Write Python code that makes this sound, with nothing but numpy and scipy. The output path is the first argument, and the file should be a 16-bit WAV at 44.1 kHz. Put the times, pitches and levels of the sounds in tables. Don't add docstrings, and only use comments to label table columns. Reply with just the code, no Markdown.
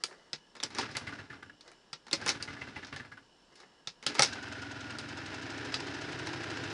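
import sys
import numpy as np
from scipy import signal
from scipy.fft import rfft, irfft, next_fast_len
from scipy.io import wavfile
from scipy.ndimage import uniform_filter1d

SR = 44100
rng = np.random.default_rng(int(sys.argv[2]) if len(sys.argv) > 2 else 0)


def inscribe(sig):
    pcm = np.round(np.clip(np.atleast_2d(sig).T, -1, 1) * 32767)
    wavfile.write(sys.argv[1], SR, pcm.astype(np.int16))


def voltage_ratio(level):
    return 10 ** (np.asarray(level, float) / 20)


N = 296773
TIME = np.arange(N) / SR
BLOW_TIME = TIME[:9000]

# start in seconds, peak in dB,
# weight (middle against the peak) in dB, T60 in seconds.
FIRST_KICK = [(0.5525, -40.5, -0.5, 0.074), (0.565, -41, -3, 0.15), (0.602, -35, -3, 0.057),
              (0.629, -30, 0, 0.098), (0.6349, -19.5, -12, 0.072), (0.7037, -41, -4.5, 0.55),
              (0.7486, -31.5, -5, 0.063), (.756, -37, -2, 0.041), (.777, -38, -10, .05),
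              (0.7847, -22.5, -4.5, 0.15), (0.7947, -27.5, -8, 0.08), (0.8105, -30, -13, 0.067),
              (.817, -30, -16, .07), (0.821, -47, 4, 0.054), (0.8334, -51, 5, 0.043),
              (0.9124, -39.5, -7.5, 0.8)]
# start in seconds, wheeze peak in dB,
# T60 in seconds, exhaust beat in dB.
FIRST_COAST = [(0.636, -60, .05, -53), (.705, -61, .05, -52), (0.739, -60, .05, -50),
               (0.785, -60, 0.05, -45), (0.8273, -30, 0.049, -44), (0.889, -51, 0.08, -42),
               (0.9494, -26.5, 0.22, -40), (1.01, -59, 0.073, -43), (1.0682, -26.5, 0.17, -39),
               (1.122, -40, 0.1, -43), (1.185, -44, 0.026, -44), (1.299, -36.5, 0.15, -46),
               (1.327, -39, 0.1, -60), (1.3537, -44.5, 0.088, -55), (1.425, -33.5, 0.061, -52.5),
               (1.46, -42, 0.025, -54), (1.495, -39, 0.041, -69)]
SECOND_COAST = [(2.166, -60, .05, -50), (2.214, -35, 0.1, -44), (2.234, -60, .05, -48),
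                (2.291, -55, .05, -44), (2.349, -40, 0.048, -43), (2.3996, -38, 0.32, -42.5),
                (2.475, -33.5, 0.19, -41), (2.53, -54, 0.08, -45), (2.564, -35, 0.075, -60),
                (2.611, -31, 0.14, -42.5), (2.67, -42, 0.062, -46), (2.7588, -30.5, 0.19, -42),
                (2.828, -45, 0.064, -50), (2.9259, -29, 0.16, -40), (2.996, -33, 0.12, -45),
                (3.047, -41, 0.17, -52.5), (3.1162, -38, 0.12, -50), (3.1714, -39.5, 0.11, -58)]
# time in seconds, level in dB.
SPIN = [
    [(.54, -19), (.6, -30), (.644, 2), (.692, -9), (.752, -1), (.792, 8), (.934, -1.5), (1.166, 1),
     (1.56, -16.5)],
    [(2.06, -33), (2.2, 1), (2.27, 4.5), (2.43, -1.5), (2.53, 2.5), (2.57, -4.5), (2.62, 0.5), (2.94, -1),
     (3.26, -17)],
    [(4.02, -22), (4.06, -14), (4.08, 5.5), (4.12, 6), (4.17, -10), (4.19, 13.5), (4.21, 6), (4.3, -13)],
]
# time in seconds, speed in turns a second.
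SPEED = [(4.33, 20.737), (5.0, 21.421), (5.55, 26.56), (6.73, 30.21)]
# frequency in Hz, width in Hz, level in dB.
CRANKCASE = [(862, 22, 4.5), (1190, 34, 7), (1450, 76, 6), (1670, 63, 7.5), (2039, 21, 10.5), (2690, 22, 0)]
# frequency in Hz, level in dB per Hz.
HISS = [(1530, -10), (2600, -5), (3290, -6), (4620, -7), (5060, -5), (5460, -8), (9650, -32.5),
        (12000, -43), (15600, -79), (22000, -120)]
RUNS_S = 4.235


def evened(x):
    return x / np.sqrt(np.mean(x ** 2) + 1e-20)


def add(mix, s, sound):
    part = mix[round(s * SR):][:len(sound)]
    part += sound[:len(part)]


def tone(hz):
    return np.sin(2 * np.pi * hz * BLOW_TIME)


def coloured(x, points):
    f, db = np.transpose(points)
    size = next_fast_len(len(x), True)
    hz = np.fft.rfftfreq(size, 1 / SR)
    gain = voltage_ratio(np.interp(np.log(hz + 1), np.log(f + 1), db, -90, -90))
    return evened(irfft(rfft(x, size) * gain, size)[:len(x)])


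def resonated(x, modes):
    out = np.zeros(len(x))
    for hz, width, db in modes:
        r = np.exp(-np.pi * width / SR)
        poles = [1, -2 * r * np.cos(2 * np.pi * hz / SR), r * r]
        out += voltage_ratio(db) * signal.lfilter([1 - r, 0, r - 1], poles, x)
    return out


def warmed(x, modes, drift):
    angle = 2 * np.pi * np.cumsum(np.interp(TIME, *np.transpose(drift))) / SR
    out = np.zeros(N)
    for hz, width, db in modes:
        turn = np.exp(1j * hz * angle)
        r = np.exp(-np.pi * width / SR)
        out += voltage_ratio(db) * 2 * (turn * signal.lfilter([1 - r], [1, -r], x / turn)).real
    return out


def level(tables, db=0, share=1):
    out = np.zeros(N)
    for rows in tables:
        s, curve = np.transpose(rows)
        inside = (TIME >= s[0]) * (TIME <= s[-1])
        out += voltage_ratio(db + share * np.interp(TIME, s, curve)) * inside
    return uniform_filter1d(out, size=400)


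def flutter(size):
    return evened(uniform_filter1d(uniform_filter1d(rng.standard_normal(N), size), size))


def envelope(t60, rise):
    shape = (1 - np.exp(-BLOW_TIME / rise)) * voltage_ratio(-60 * BLOW_TIME / t60)
    return shape / shape.max()


def grains(per_s, spread_db):
    size = voltage_ratio(spread_db * np.minimum(rng.exponential(1, N), 4)) * rng.choice([-1, 1], N)
    return size * (rng.random(N) < per_s / SR)


def chugs():
    out = np.zeros(N)
    for s, *_ in FIRST_COAST + SECOND_COAST:
        add(out, s, envelope(0.22, 0.0002))
    coasting = (TIME > FIRST_KICK[-3][0]) & (TIME < SECOND_COAST[-1][0] + .15)
    coasting &= abs(TIME - 2.1) > .25
    return np.where(coasting, .45 + .9 * np.minimum(out, 1), 1)


def running(db, per_speed_db):
    speed = np.interp(TIME, *np.transpose(SPEED))
    return voltage_ratio(db + per_speed_db * np.log2(speed / speed[0])) * np.clip((TIME - RUNS_S) / 0.041, 0, 1)


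def driven(kicked_db, share, caught_db, per_speed_db):
    return level(SPIN, kicked_db, share) + running(caught_db, per_speed_db)


def night():
    # frequency in Hz, level in dB per Hz.
    traffic = [(15, 9), (50, 7), (100, -6), (160, 2), (407, 2), (463, 0), (839, -3.5), (906, 1),
               (1090, -4.5), (1680, -7.5), (2240, -14), (2900, -7.5), (3560, -10.5), (4860, -10.5),
               (5390, -10), (6130, -16), (12000, -28.5), (15600, -55), (22000, -120)]
    # frequency in Hz, width in Hz, level in dB, pulses a second.
    crickets = [(5360, 70, -76.5, 58), (2940, 72, -75, 62), (1670, 60, -77.5, 45), (7330, 70, -88, 50)]
    out = voltage_ratio(-65 + 0.27 * flutter(5000)) * coloured(rng.standard_normal(N), traffic)
    for hz, width, db, per_s in crickets:
        beat = np.cumsum(per_s * (1 + 0.069 * flutter(900))) / SR
        strokes = (.7 + np.maximum(np.cos(2 * np.pi * beat), 0)) * rng.standard_normal(N)
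        out += voltage_ratio(db + 0.77 * flutter(4000)) * evened(resonated(strokes, [(hz, width, 0)]))
    return out


def shuffle():
    # top in seconds, level in dB, swell in seconds, fade in seconds (both to -20 dB).
    rubs = [
        (.008, -63.5, .006, 0.1),
        (.085, -61, 0.012, 0.32),
        (.116, -80, 0.0081, 0.1),
        (1.615, -73.5, 0.015, 0.6),
        (1.678, -61.5, 0.039, 0.07),
        (3.524, -68.5, 0.061, 0.07),
        (3.602, -62, 0.059, 0.13),
        (3.742, -78, .05, 0.5),
    ]
    # frequency in Hz, level in dB per Hz.
    rubber = [(88, -27), (150, -38), (322, 7), (755, 1.5), (922, -2), (2050, 1.5), (2370, -23),
              (4720, -5.5), (11500, -31), (15000, -51), (22000, -120)]
    grit = evened(grains(1500, 4)) + rng.standard_normal(N)
    press = np.zeros(N)
    for s, db, swell, fade in rubs:
        press += voltage_ratio(db - 20 * np.maximum((s - TIME) / swell, (TIME - s) / fade))
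    return press * coloured(grit, rubber) * voltage_ratio(0.5 * flutter(200) + 5.0)


def blows():
    # start in seconds, peak in dB, weight (middle against the peak)
    # in dB, T60 in seconds, top against the peak in dB.
    clicks = [(0.0374, -21, -11, 0.077, -12.5), (0.11, -50.5, 7, 0.12, -25), (0.126, -56, 7, 0.091, -22),
              (0.331, -23, -11.5, 0.079, -26.5), (0.9681, -22.5, -7.5, 0.064, -13),
              (1.6088, -39, -19.5, 0.065, -23.5), (1.678, -41.5, -7, 0.056, -23),
              (1.716, -48.5, 2, 0.084, -13), (1.93, -28, -10.5, 0.089, -30), (2.425, -27.5, -14, 0.11, -15),
              (2.847, -31.5, -29.5, 0.045, -32), (2.869, -37, -26, 0.14, -26),
              (2.9619, -32.5, -6.5, 0.15, -21), (3.5556, -45, -18, 0.31, -18),
              (3.6018, -42.5, -11, 0.12, -22), (3.631, -55, 9.5, 0.085, -22),
              (3.8726, -25, -14.5, 0.1, -26.5), (4.3553, -36.5, 1, 0.078, -26),
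              (4.4842, -39, -1, 0.037, -20), (4.986, -30, -6.5, 0.084, -14),
              (5.7417, -18, -15, 0.091, -25.5), (5.77, -38, -16, 0.31, -24),
              (6.2707, -26.5, -4.5, 0.07, -23)]
    # start in seconds, peak in dB, weight in dB, T60 in seconds.
    second_kick = [(2.0671, -41.5, -3.5, 0.082), (2.082, -42.5, 1, 0.073), (2.112, -31, -6, 0.11),
                   (2.1274, -30, -6, 0.052), (2.1303, -17, -10, 0.11), (2.137, -25, -19, 0.072),
                   (2.151, -34, -11, 0.069), (2.2144, -37.5, 0, 0.16), (2.241, -42, -6, .06),
                   (2.256, -38, -8, .08), (2.2622, -23.5, -1.5, 0.14), (2.2772, -22, -12, 0.12),
                   (2.283, -20.5, -5, 0.11), (2.2913, -14, -10.5, 0.055), (2.3, -19.5, -8, 0.091)]
    third_kick = [(4.0264, -37.5, -4, 0.12), (4.037, -41.5, -2, 0.069), (4.0652, -15, -12.5, 0.086),
                  (4.145, -33, -15, 0.056), (4.1512, -26.5, -3.5, 0.18), (4.1935, -11.5, -4.5, 0.081),
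                  (4.206, -21, -12, 0.17), (4.2217, -10, -10.5, 0.09), (4.2308, -12.5, -12, 0.085),
                  (4.247, -19, -25, 0.1), (4.260, -31, -18, 0.4)]
    # frequency in Hz, width in Hz, level in dB.
    arm_ring = [(3600, 130, -6), (3910, 190, 3.5), (4390, 140, 7), (4920, 140, 9), (5300, 280, -1)]
    out = np.zeros(N)
    edges_hz = [(150, 580), (720, 2300), (2300, 6400), (5800, 10600)]
    filters = [signal.butter(4, e, "bandpass", fs=SR, output="sos") for e in edges_hz]
    kicks = []
    for s, peak_db, mid_db, t60 in FIRST_KICK + second_kick + third_kick:
        top_db = -17 + 0.28 * mid_db + 0.18 * (peak_db + 20)
        kicks.append((s, peak_db, mid_db, t60, top_db))
    crack = 1 + 1.6 * np.exp(-BLOW_TIME / .002)
    echo = .05 * envelope(.2, .006)
    for s, peak_db, mid_db, t60, top_db in clicks + kicks:
        low_db = -6 + 1.11 * mid_db
        noise = rng.standard_normal(len(BLOW_TIME))
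        low, mid, high, top = (evened(signal.sosfilt(f, noise)) for f in filters)
        ring = evened(resonated(high, arm_ring))
        body = (0.25 * high + 0.32 * ring) * envelope(t60, 0.000085) * crack + echo * high
        body += voltage_ratio(top_db) * top * (envelope(0.43 * t60, 0.00028) * crack ** 2 + 5.0 * echo)
        body += voltage_ratio(mid_db) * mid * (envelope(0.81 * t60, 0.00026) * np.sqrt(crack) + echo)
        body += voltage_ratio(low_db) * low * envelope(t60, 0.0032)
        add(out, s, voltage_ratio(peak_db - 10) * body)
    return out


def pings():
    # start in seconds, peak in dB, frequency in
    # Hz.
    strikes = [(0.0375, -15, 4700), (0.6348, -23.5, 7500), (.635, -22.5, 3090), (0.748, -41, 8580),
               (2.131, -18.5, 7570), (2.2917, -14.5, 6040), (2.2912, -22, 2550), (4.194, -10, 5770),
               (4.222, -16, 7800), (4.065, -27, 9300), (4.0275, -40, 1950), (0.3316, -25, 4950),
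               (0.601, -28, 3580), (0.635, -22.5, 4520), (0.9683, -21.5, 4600), (1.9306, -26.5, 4770),
               (2.112, -28, 3640), (2.13, -12.5, 4420), (2.4259, -21.5, 4700), (4.0642, -16.5, 3120),
               (4.1945, -12, 4460), (4.2215, -10.5, 5560), (4.231, -16, 5530), (4.9861, -27.5, 4800),
               (5.7416, -19, 4780),
               (.0376, -27, 2300), (.0376, -32, 9230), (.6293, -27, 3400), (.6372, -22, 5200),
               (.6408, -26, 5000), (.7778, -34, 5600), (.7853, -21.5, 4800), (.791, -26, 5400),
               (.7997, -28, 4400), (.8135, -30, 3000), (2.1328, -15.5, 4280), (2.137, -19, 5300),
               (2.142, -22, 5000), (2.15, -25, 5400), (2.2808, -23, 5600), (2.285, -23, 5300),
               (2.297, -23, 5600), (2.3035, -25, 4580), (3.8732, -24.5, 3600), (4.0715, -22, 4600),
               (4.0765, -26, 3420), (4.0828, -30, 2900), (4.2245, -12, 4570), (4.2347, -11, 5610),
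               (4.242, -19, 5400), (4.2552, -26, 5200), (4.2598, -23, 5000)]
    out = np.zeros(N)
    for s, peak_db, hz in strikes:
        add(out, s, voltage_ratio(peak_db - 8.5) * envelope(0.017, 0.0002) * (tone(hz) + 0.5 * tone(1.035 * hz)))
    return out


def thuds():
    # start in seconds, peak in dB, frequency in Hz, T60 in seconds.
    frame = [
        (0.331, -46, 154, 0.15),
        (0.632, -49.5, 160, 0.16),
        (1.929, -49, 157, 0.15),
        (2.131, -39, 160, 0.14),
        (3.874, -43.5, 161, 0.054),
        (4.065, -39.5, 151, 0.1),
        (4.192, -30, 142, 0.11),
    ]
    cover = [(0.7853, -24, 980, 0.03), (.7935, -28, 900, .04), (0.786, -33, 1170, 0.064),
             (0.79, -28, 792, 0.041), (2.129, -28, 2093, 0.051), (2.131, -31, 320, 0.11),
             (2.132, -30, 560, .07), (.637, -38, 320, .08), (2.262, -30, 1065, 0.05),
             (4.193, -18, 1300, 0.042), (4.194, -23, 804, 0.13), (4.194, -22, 2180, 0.046),
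             (4.196, -21, 522, 0.06), (4.206, -17.5, 818, 0.023), (4.223, -22, 1416, .04),
             (4.224, -22, 2186, .03), (4.327, -30.5, 1590, 0.067), (5.742, -32, 1290, 0.05)]
    out = np.zeros(N)
    for s, peak_db, hz, t60 in frame + cover:
        add(out, s, voltage_ratio(peak_db - 4.0) * tone(hz) * envelope(t60, .5 / hz))
    return out


def arm_returns():
    # frequency in Hz, level in dB, T60 in seconds.
    arm_modes = [(1343, -8, 0.045), (1945, -6, 0.03), (2320, -18, 0.075), (2550, -11.5, 0.048),
                 (3393, -7.5, 0.052), (3750, -10, 0.034), (3990, -11.5, .06), (5230, -18, 0.13),
                 (6340, -20, 0.03), (7070, -17, 0.029), (7800, -16, 0.037)]
    # start in seconds, peak in dB.
    stops = [
        (0.0375, -31),
        (.3316, -36.5),
        (.9685, -36),
        (1.9309, -36.5),
        (2.4252, -43),
        (3.8727, -36.5),
        (4.986, -40),
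        (5.7418, -29),
    ]
    out = np.zeros(N)
    for s, peak_db in stops:
        for (hz, db, t60), tilt in zip(arm_modes, rng.standard_normal(len(arm_modes))):
            ring = envelope(.8 * t60, 0.00021) * tone(hz * (1 + 0.016 * tilt))
            shake = 1 + 0.47 * np.cos(2 * np.pi * 90 * (2 + tilt) * BLOW_TIME)
            add(out, s, voltage_ratio(peak_db + db + 2.8 * tilt) * ring * shake)
    return out


def lever():
    # delay in seconds, level in dB.
    walls = [(.0023, -13), (.0062, -18), (.0085, -15.5), (.0119, -19.5), (.0163, -16.5), (.0195, -20),
             (.0272, -19)]
    out = blows() + pings() + thuds() + arm_returns()
    direct = signal.sosfilt(signal.butter(2, 7000, fs=SR, output="sos"), out)
    for k, (delay, db) in enumerate(walls):
        add(out, delay, (-1) ** k * voltage_ratio(db) * direct)
    return out


def running_turns():
    slips = (21, 25)
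    turns = np.cumsum(np.interp(TIME, *np.transpose(SPEED))) / SR
    firing = np.arange(30)
    fired = 2 * firing + np.searchsorted(slips, firing, "right")
    return turns - np.interp(SPEED[0][0], TIME, turns), fired


def exhaust_beat(turns, fired, cycle, pipe, heat):
    lit = TIME > RUNS_S
    late = turns - .33
    at = np.flatnonzero(np.diff(np.floor(late)) > 0)
    fires = np.isin(np.floor(late[at + 1]), fired)
    hurry = .004 * SR * np.clip((np.gradient(turns)[at] * SR - 21.2) / 3, 0, 1)
    moved = at + (np.where(fires, 1, -1) * hurry).astype(int)
    pulses = np.zeros(N)
    strength = voltage_ratio(0.45 * rng.standard_normal(len(at)))
    pulses[np.minimum(moved, N - 1)] = np.where(fires, 1, -.8) * strength
    pulses = signal.oaconvolve(pulses * lit, np.hanning(300) / 150)[:N]
    gas = 0.0069 * rng.standard_normal(N) * lit
    beat = warmed(pulses + voltage_ratio(-73) * cycle + gas, pipe, heat)
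    beat = signal.lfilter(*signal.butter(2, 70, "highpass", fs=SR), beat)
    beat = signal.lfilter(*signal.butter(3, 175, fs=SR), beat)
    return beat * running(-53, 9.5) / np.sqrt(np.mean(beat[lit] ** 2))


def dead_beat(pipe):
    air = np.zeros(N)
    for s, *_, peak_db in FIRST_COAST + SECOND_COAST:
        opens = s + 0.007
        add(air, opens, voltage_ratio(peak_db + 48.0) * np.hanning(260) / 130)
        add(air, opens, voltage_ratio(peak_db + 14.5) * np.hanning(1800) * rng.standard_normal(1800))
    air += level(SPIN, -37.5, 0.63) * rng.standard_normal(N)
    return resonated(air, pipe)


def silencer_hum(turns, cycle, heat):
    # frequency in Hz, width in Hz, level in dB.
    shell = [(284, 13, 3), (418, 8.3, 0), (350, 7.6, -8)]
    chamber_gas = [(268, 24, 2), (224, 10, 0), (291, 12, 0), (250, 14, -3)]
    hum_level = (-52.5, 1.02, -51.5, 10)
    lit = TIME > RUNS_S
    throb = 1 + 0.037 * np.cos(2 * np.pi * (turns - .53)) * lit
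    flow = rng.standard_normal(N) * throb + voltage_ratio(-24) * cycle
    hum = evened(resonated(flow, shell) + warmed(flow, chamber_gas, heat))
    hum = signal.sosfilt(signal.butter(4, 200, "highpass", fs=SR, output="sos"), hum)
    hum *= chugs() * np.where(lit, 1 / hum[lit].std(), 1 / hum[~lit].std())
    return hum * driven(*hum_level)


def exhaust(turns, fired):
    # frequency in Hz, width in Hz, level in dB.
    pipe = [(108, 26, 0), (139, 12, -6), (62, 37, -13.5), (88, 12, -5)]
    # time in seconds, factor.
    heat = [(4.3, 0.94), (5.1, 1.07), (5.9, 1.194), (6.73, 1.21)]
    cycle = np.zeros(N)
    for k in range(6, 36):
        cycle += np.cos(np.pi * k * turns + 2 * np.pi * rng.random())
    cycle *= TIME > RUNS_S
    beats = exhaust_beat(turns, fired, cycle, pipe, heat) + dead_beat(pipe)
    return beats + silencer_hum(turns, cycle, heat)


def clutch_bell(turns, grit):
    # time in seconds, level in dB.
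    rattle = [
        [(4.27, -53.5), (4.78, -53.5), (5.0, -61), (5.2, -78)],
    ]
    # time in seconds, pitch factor.
    sag = [(4.3, 1.03), (4.6, 0.99), (5.0, .96)]
    ring = warmed(warmed(grit, [(1500, 150, 0)], sag), [(1475, 120, 0)], sag)
    return level(rattle) * voltage_ratio(6 * np.cos(2 * np.pi * (turns - .1))) * evened(ring)


def casing(turns, fired):
    # frequency in Hz, level in dB per Hz.
    whirr_tone = [(240, -13), (400, 1.5), (457, -12.5), (503, -1), (550, -11.5), (633, -3), (885, -5.5),
                  (976, -2.5), (1070, -9), (1440, -0.5), (2470, -13), (2690, -14), (3300, -27.5),
                  (4290, -25), (7260, -120)]
    # frequency in Hz, width in Hz, level in dB.
    hot_case = [(620, 39, -1), (792, 61, -2.5), (980, 25, -6), (1440, 78, -0.5), (1605, 89, 0.5),
                (1746, 78, 2), (2280, 29, -17)]
    gears = [(2670, 66, 2), (3000, 71, 0), (5080, 110, -8), (3870, 100, -8)]
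    whirr_level = (-53.5, 1.08, -49.5, 7)
    hiss_level = (-58, 1.63, -55, 9.5)
    swell = voltage_ratio(1.3 * np.cos(2 * np.pi * (turns - .15)) + 1.5 * flutter(150))
    since = turns - fired[np.maximum(np.searchsorted(fired, turns) - 1, 0)]
    swell *= voltage_ratio(uniform_filter1d(np.cos(np.pi * (since - .45)), size=300) * (turns > 0))
    grit = evened(grains(2500, 0.79)) + 1.42 * rng.standard_normal(N)
    cold_ring = evened(resonated(grit, CRANKCASE))
    hot_ring = evened(resonated(grit, hot_case))
    whirr = 0.95 * coloured(grit, whirr_tone) + 0.36 * np.where(TIME < RUNS_S, cold_ring, hot_ring)
    hiss = coloured(grit + rng.standard_normal(N), HISS)
    steady = driven(*whirr_level) * whirr + driven(*hiss_level) * hiss
    steady += running(-64.5, 4) * evened(resonated(grit, gears))
    return swell * (steady * chugs() + clutch_bell(turns, grit))


def wheezes():
    # start in seconds, peak in dB, frequency in Hz, T60 in seconds.
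    sung = [(.829, -39, 1460, .1), (.953, -41, 2050, 0.061), (1.071, -43, 1460, 0.086),
            (1.072, -42, 2035, 0.052), (1.124, -41, 1502, 0.09), (1.187, -46.5, 1730, 0.074),
            (1.302, -46, 1760, 0.081), (1.328, -45, 1417, 0.067), (1.426, -46.5, 1560, .07),
            (1.496, -47.5, 1674, .04), (2.222, -43, 1610, 0.057), (2.401, -46, 1470, 0.078),
            (2.477, -43.5, 2030, 0.11), (2.478, -47, 1440, 0.17), (2.569, -48, 1710, 0.058),
            (2.615, -40.5, 2050, 0.083), (2.616, -48, 2690, .08), (2.671, -45, 1565, 0.065),
            (2.672, -52, 2030, .1), (2.762, -42.5, 2020, 0.088), (2.763, -45, 864, 0.061),
            (2.762, -49, 2690, .07), (2.828, -43.5, 1735, 0.078), (2.93, -43, 1700, .1),
            (2.963, -43, 1750, 0.056), (2.998, -42, 1740, 0.085), (3.118, -44, 1660, .07),
            (3.174, -48.5, 1494, 0.062)]
    ring, hiss, notes = np.zeros((3, N))
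    for s, peak_db, t60, _ in FIRST_COAST + SECOND_COAST:
        hiss_db = -16.5 + 3 * np.log2(10 * t60)
        add(ring, s, voltage_ratio(peak_db - 15.0) * envelope(t60, 0.0024))
        add(hiss, s, voltage_ratio(peak_db + hiss_db - 2.5) * envelope(t60, 0.0015))
    for s, peak_db, hz, t60 in sung:
        add(notes, s, voltage_ratio(peak_db) * envelope(t60, .0022) * tone(hz))
    air = rng.standard_normal((2, N))
    chatter = air[0] + 1.3 * evened(grains(500, 3))
    breath = uniform_filter1d(uniform_filter1d(coloured(air[1], HISS), size=5), size=3)
    rough = 1 + .75 * flutter(size=55)
    return ring * evened(resonated(chatter, CRANKCASE)) + hiss * breath + notes * rough


def firing_puffs(turns, fired):
    # frequency in Hz, level in dB.
    puff_tone = [(1800, -42.5), (2800, -3.5), (4000, -4), (5200, -5), (6500, -5), (8500, -20), (11000, -28),
                 (12500, -32)]
    # frequency in Hz, width in Hz, level in dB.
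    nozzle = [(2660, 250, -1.5), (5000, 390, 0.5), (7820, 370, -9)]
    fins = [(1680, 200, -3), (2724, 160, -1), (5020, 260, -3), (7900, 400, -8)]
    puff_db = -50.5
    puffs, slaps = np.zeros((2, N))
    blow = envelope(0.069, 0.0036)
    for turn, (late, size) in zip(fired, rng.standard_normal((len(fired), 2))):
        s = np.interp(turn, turns, TIME) + 0.0012 * late - .002
        add(puffs, s, voltage_ratio(size + 7.5 * (turn == 0)) * blow)
        add(slaps, s + .005, voltage_ratio(4 * late) * np.hanning(7))
        add(puffs, np.interp(turn + 1.34, turns, TIME), voltage_ratio(-20) * blow)
    puffs *= running(puff_db, 3.7)
    jet = coloured(rng.standard_normal(N), puff_tone)
    whistle = voltage_ratio(-10) * evened(resonated(rng.standard_normal(N), nozzle))
    return running(puff_db + 15, 2.7) * resonated(slaps, fins) * 5 + puffs * (jet + whistle)


def shell_songs():
    # start in seconds, end in seconds, start frequency in Hz, end frequency in Hz, level in dB.
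    passes = [
        (4.8, 5.2, 224, 228, -55),
        (5.28, 5.5, 276, 300, -47),
        (5.4, 6.1, 261, 270, -52),
        (5.75, 6.15, 281, 288, -49),
        (5.45, 6.25, 414, 416, -54),
        (6.05, 6.8, 305, 330, -48),
        (6.2, 6.8, 345, 350, -52),
    ]
    out = np.zeros(N)
    for start, end, from_hz, to_hz, db in passes:
        u = np.clip((TIME - start) / (end - start), 0, 1)
        hz = (from_hz + (to_hz - from_hz) * u) * (1 + .008 * flutter(size=1500))
        swell = voltage_ratio(db + 2.5 * flutter(size=900)) * np.sqrt(abs(np.sin(np.pi * u)))
        out += swell * np.sin(2 * np.pi * np.cumsum(hz) / SR)
    return out


def scene():
    turns, fired = running_turns()
    mix = night() + shuffle() + lever()
    mix += exhaust(turns, fired) + casing(turns, fired) + wheezes()
    mix += firing_puffs(turns, fired) + shell_songs()
    return mix[None]


def top_cut(x):
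    return signal.sosfilt(signal.butter(12, 12510, fs=SR, output="sos"), x)


def record(dry):
    # frequency in Hz, level in dB.
    microphone = [(0, -10), (50, -7), (95, 0), (9500, 0), (11000, -8), (12000, -17.5), (12500, -34),
                  (13000, -70), (22050, -90)]
    hz, db = np.transpose(microphone)
    size = next_fast_len(N, True)
    gain = voltage_ratio(np.interp(np.fft.rfftfreq(size, 1 / SR), hz, db))
    heard = irfft(rfft(dry, size) * gain, size)[:, :N]
    return top_cut(heard)


dry = scene()
out = record(dry)
inscribe(out)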